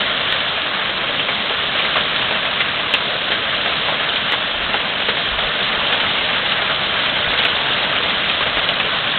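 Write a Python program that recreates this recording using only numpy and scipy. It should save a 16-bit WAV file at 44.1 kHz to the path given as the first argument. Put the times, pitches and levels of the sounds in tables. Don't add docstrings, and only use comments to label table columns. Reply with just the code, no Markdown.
import sys
import numpy as np
from scipy import signal
from scipy.io import wavfile

SR = 44100
rng = np.random.default_rng(int(sys.argv[2]) if len(sys.argv) > 2 else 0)


def waveform_to_disk(signal):
    frames = np.transpose(np.atleast_2d(signal))
    scaled = np.clip(frames, -1, 1) * 32767
    samples = np.round(scaled).astype(np.int16)
    wavfile.write(sys.argv[1], SR, samples)


N = 404838

# time in seconds, level in dB.
SHOWER_STRENGTH = [(0.0, -21), (0.6, -23), (1.5, -22.5), (1.85, -21), (2.25, -21.5), (3.0, -22.6),
                   (3.85, -21.5), (4.449, -23), (5.4, -22), (5.9, -20.5), (6.85, -21), (7.6, -20.5),
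                   (8.2, -21), (8.55, -21.5), (9.18, -21.5)]
# start in seconds, crack level in dB, clatter level in dB,
# brightness in dB, pitch of the struck tile in Hz.
BIG_STONES = [(0.008, -3, -22, 2, 560), (0.3253, 2, -17, 9, 1870), (0.733, -17, -23, -7, 1165),
              (0.811, -13, -21, -7, 1210), (1.1942, -10, -20, 3, 2650), (1.2857, -10, -15.5, -8, 2270),
              (1.505, -13.5, -20.5, -12, 400), (1.791, -7, -19, 0, 2370), (1.8484, -11, -19.5, -2, 2050),
              (1.9574, -9, -16, -5, 1126), (1.968, -7, -19.5, -3, 715), (2.1625, -1, -22, 10, 3400),
              (2.3094, -8.5, -17.5, -13, 880), (2.6052, -7, -13.5, 5, 2045),
              (2.9388, 2.5, -10.5, 6.5, 2675), (3.3192, -1.5, -14.5, 3.5, 3100),
              (3.5269, -10, -19, 2, 1970), (3.6598, -8, -18.5, -6, 696), (3.8855, -5, -19, -9, 826),
              (4.1596, -4.5, -19.5, 10.5, 3300), (4.3225, -2, -19, -4, 1950), (4.334, -7, -18.5, -3, 1010),
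              (4.7423, -1.5, -16, -10, 842), (5.0864, -6, -14, 5.5, 483), (5.171, -6, -22, -1, 2150),
              (5.3862, -18, -19.5, 4, 703), (5.9243, -8, -16.5, 1, 3090), (6.001, -11, -16, 12, 3070),
              (6.4607, -14, -18, 16, 2760), (6.52, -15, -16, 11, 2940), (6.6982, -12, -19, -9, 1450),
              (7.3904, -3, -16, 18, 3320), (7.4515, -1, -15, 2, 2540), (8.2985, -2, -17.5, 4, 2590),
              (8.408, -12, -17.5, -2, 1120), (8.462, -15, -20.5, -11.5, 510),
              (8.5705, -7, -16.5, -12, 1380), (8.6898, 0, -14.5, 17, 2940), (8.8001, -4, -16.5, -1.5, 2570)]
# centre in Hz, width in Hz, boost or cut in dB.
ROOF_RESONANCES = [(150, 7, 4), (158, 11, -1.5), (205, 39, 3), (375, 180, -3.5), (417, 13, 5.5),
                   (476, 9.2, 5), (602, 120, 4), (690, 26, 4), (713, 41, -2.5), (958, 210, -2),
                   (1620, 190, 1.5), (2450, 1050, -1.5), (2750, 41, 2.5), (3080, 110, 1.5),
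                   (3260, 820, 2.5)]
# frequency in Hz, relative spectral level in dB.
WASH_SPECTRUM = [(30, -11.5), (80, -6.5), (150, -2.5), (260, -3), (450, -4), (800, -3.5), (1200, 0.5),
                 (2000, -1), (3000, -1.5), (4200, 3)]
# time of the crest in seconds, level in dB, spread in seconds.
WIND_PUFFS = [(4.617, -37, 0.077), (5.335, -32.5, 0.035), (5.46, -34, 0.022), (5.95, -47.5, 0.38),
              (7.284, -35, 0.024), (8.53, -37, 0.089)]

MIC_HZ = 4000


def big_stones(clatter_s=0.021, shortening=0.19):
    hits = []
    for start, crack_db, clatter_db, bright_db, tile_hz in BIG_STONES:
        decay_s = clatter_s * from_db(-shortening * bright_db)
        hits.append((start, strike(crack_db, clatter_db, decay_s, bright_db, tile_hz)))
    return lay_stones(hits)


def small_stones(count=1000, low_hz=450, high_hz=3950):
    hits = []
    for when, size, lasting, hardness, tile in rng.random((5, count)).T:
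        level_db = 5 * size ** 2
        hit = strike(crack_db=level_db + 6.5, clatter_db=level_db, decay_s=0.013 * (.5 + lasting),
                     bright_db=15 * hardness - 4.5, tile_hz=low_hz + (high_hz - low_hz) * tile)
        hits.append((when * (N - 1) / SR, hit))
    return lay_stones(hits)


def strike(crack_db, clatter_db, decay_s, bright_db, tile_hz, ring_t60=0.056, samples=5000):
    age = np.arange(samples) / SR
    band_share = 2 * MIC_HZ / SR
    shards = rng.standard_normal(samples) / np.sqrt(band_share) * (age > .0005)
    spray = shards * from_db(clatter_db - 2.5) * np.exp(-(age / max(decay_s, .002)) ** 2)
    force = resonance(spray, tile_hz, width_hz=380, db=5.0)
    force[0] += from_db(crack_db) / band_share
    tile = from_db(clatter_db - 60 * age / ring_t60) * np.sin(2 * np.pi * tile_hz * age)
    return rng.choice([-1, 1]) * (contact(force, bright_db) + tile)


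def contact(force, bright_db, split_hz=2300):
    bright = from_db(bright_db)
    bass, treble = butter(force, split_hz, "low"), butter(force, split_hz, "high")
    return (bass - bright * treble) / np.sqrt((1 + bright ** 2) / 2)


def lay_stones(hits):
    track = np.zeros(N)
    for start, hit in hits:
        at = round(start * SR)
        track[at:at + len(hit)] += hit[:N - at]
    return butter(track, 330, "high")


def patter():
    return butter(impacts(per_s=1600, spread_db=3.0), 400, "high")


def tile_pings(tiles=36, per_tile_s=6.0, ring_cycles=60):
    pitches_hz = np.linspace(1100, 4200, tiles) * rng.uniform(0.97, 1.02, tiles)
    clicks = impacts(per_tile_s * tiles, spread_db=1.5)
    struck = rng.integers(0, tiles, N)
    return sum(ring(clicks * (struck == k), hz, ring_cycles / hz) * np.sqrt(hz)
               for k, hz in enumerate(pitches_hz))


def tile_knocks(tiles=8, per_tile_s=7.4):
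    pitches_hz = np.geomspace(470, 760, tiles)
    clicks = impacts(per_tile_s * tiles, spread_db=5.0)
    struck = rng.integers(0, tiles, N)
    return sum(ring(clicks * (struck == k), hz, t60=0.024) for k, hz in enumerate(pitches_hz))


def far_wash(flicker_db=1.36):
    edges_hz = 22 * 2 ** np.arange(0, 8.6, .5)
    white = rng.standard_normal((2, N))
    hz, db = np.transpose(WASH_SPECTRUM)
    wash = np.zeros(N)
    for k, (low, high) in enumerate(zip(edges_hz, edges_hz[1:])):
        level_db = np.interp(np.log(low * high) / 2, np.log(hz), db)
        band = butter(white[k % 2], [low, high], "band")
        wash += from_db(level_db + flicker_db * drift(rate_hz=13)) * band
    return wash


def wind(band_hz=(20, 80)):
    t = np.arange(N) / SR
    swell = sum(from_db(db) * np.exp(-.5 * ((t - crest) / spread) ** 2) for crest, db, spread in WIND_PUFFS)
    return swell * unit_rms(butter(rng.standard_normal(N), band_hz, "band"))


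def roof(x):
    for hz, width_hz, db in ROOF_RESONANCES:
        x = resonance(x, hz, width_hz, db)
    return x


def impacts(per_s, spread_db):
    sizes = from_db(spread_db * np.minimum(rng.exponential(1, N), 4))
    return sizes * rng.choice([-1, 1], N) * (rng.random(N) < per_s / SR)


def ring(x, hz, t60):
    decay, step = from_db(-60 / (t60 * SR)), 2 * np.pi * hz / SR
    return signal.lfilter([np.sin(step), 0], [1, -2 * decay * np.cos(step), decay ** 2], x + 1e-18)


def resonance(x, hz, width_hz, db):
    gain, width = from_db(db / 2), np.pi * width_hz / SR
    tuning = -2 * np.cos(2 * np.pi * hz / SR)
    return signal.lfilter([1 + width * gain, tuning, 1 - width * gain],
                          [1 + width / gain, tuning, 1 - width / gain], x)


def drift(rate_hz, hop=40, settle=2000):
    pole = np.exp(-2 * np.pi * rate_hz * hop / SR)
    noise = rng.standard_normal(N // hop + settle + 2)
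    slow = signal.lfilter([1], [1, -2 * pole, pole ** 2], noise)[settle:]
    return np.interp(np.arange(N) / hop, np.arange(len(slow)), unit_rms(slow))


def butter(x, hz, kind, order=2):
    return signal.sosfilt(signal.butter(order, hz, kind, fs=SR, output="sos"), x + 1e-18)


def from_db(db):
    return 10 ** (np.asarray(db) / 20)


def unit_rms(x):
    return x / np.sqrt(np.mean(x ** 2) + 1e-20)


def fader(x, db):
    return from_db(db) * x / np.std(butter(x, MIC_HZ, "low", order=8))


def scene(split_hz=2500, mean_strength_db=-19.5):
    shower = (fader(patter(), db=-5) + fader(far_wash(), db=0) + fader(small_stones(), db=-5)
              + fader(tile_pings(), db=-7.5) + fader(tile_knocks(), db=-17.5))
    strength_db = np.interp(np.arange(N) / SR, *np.transpose(SHOWER_STRENGTH))
    splash_db = 0.66 + 0.15 * (strength_db - mean_strength_db)
    drumming = butter(shower, split_hz, "low", order=3)
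    splashing = from_db(splash_db) * butter(shower, split_hz, "high", order=3)
    hail = from_db(strength_db) * (drumming + splashing) + big_stones()
    return (roof(hail) + wind())[None]


def record(dry, soft_limit=0.86, hard_limit=0.81, smoothing_hz=3910, cutoff_hz=15800):
    narrow_rate, steps = 2 * MIC_HZ, SR // 100
    fine_rate = narrow_rate * steps
    input_filter = signal.firwin(80 * steps + 1, 1.008 * MIC_HZ, fs=fine_rate)
    narrow = signal.resample_poly(dry[0], narrow_rate, SR, window=input_filter)
    rounded = narrow / (1 + (narrow / soft_limit) ** 6) ** (1 / 6)
    smoothing = signal.firwin(23 * steps, smoothing_hz, window=("kaiser", 6.5), fs=fine_rate)
    smoothed = signal.resample_poly(rounded, SR, narrow_rate, window=smoothing)[:N]
    clipped = np.clip(smoothed, -hard_limit, hard_limit)
    top_cut = signal.ellip(10, .3, 80, cutoff_hz, fs=SR, output="sos")
    return signal.sosfilt(top_cut, clipped)[None]


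dry = scene()
out = record(dry)
waveform_to_disk(out)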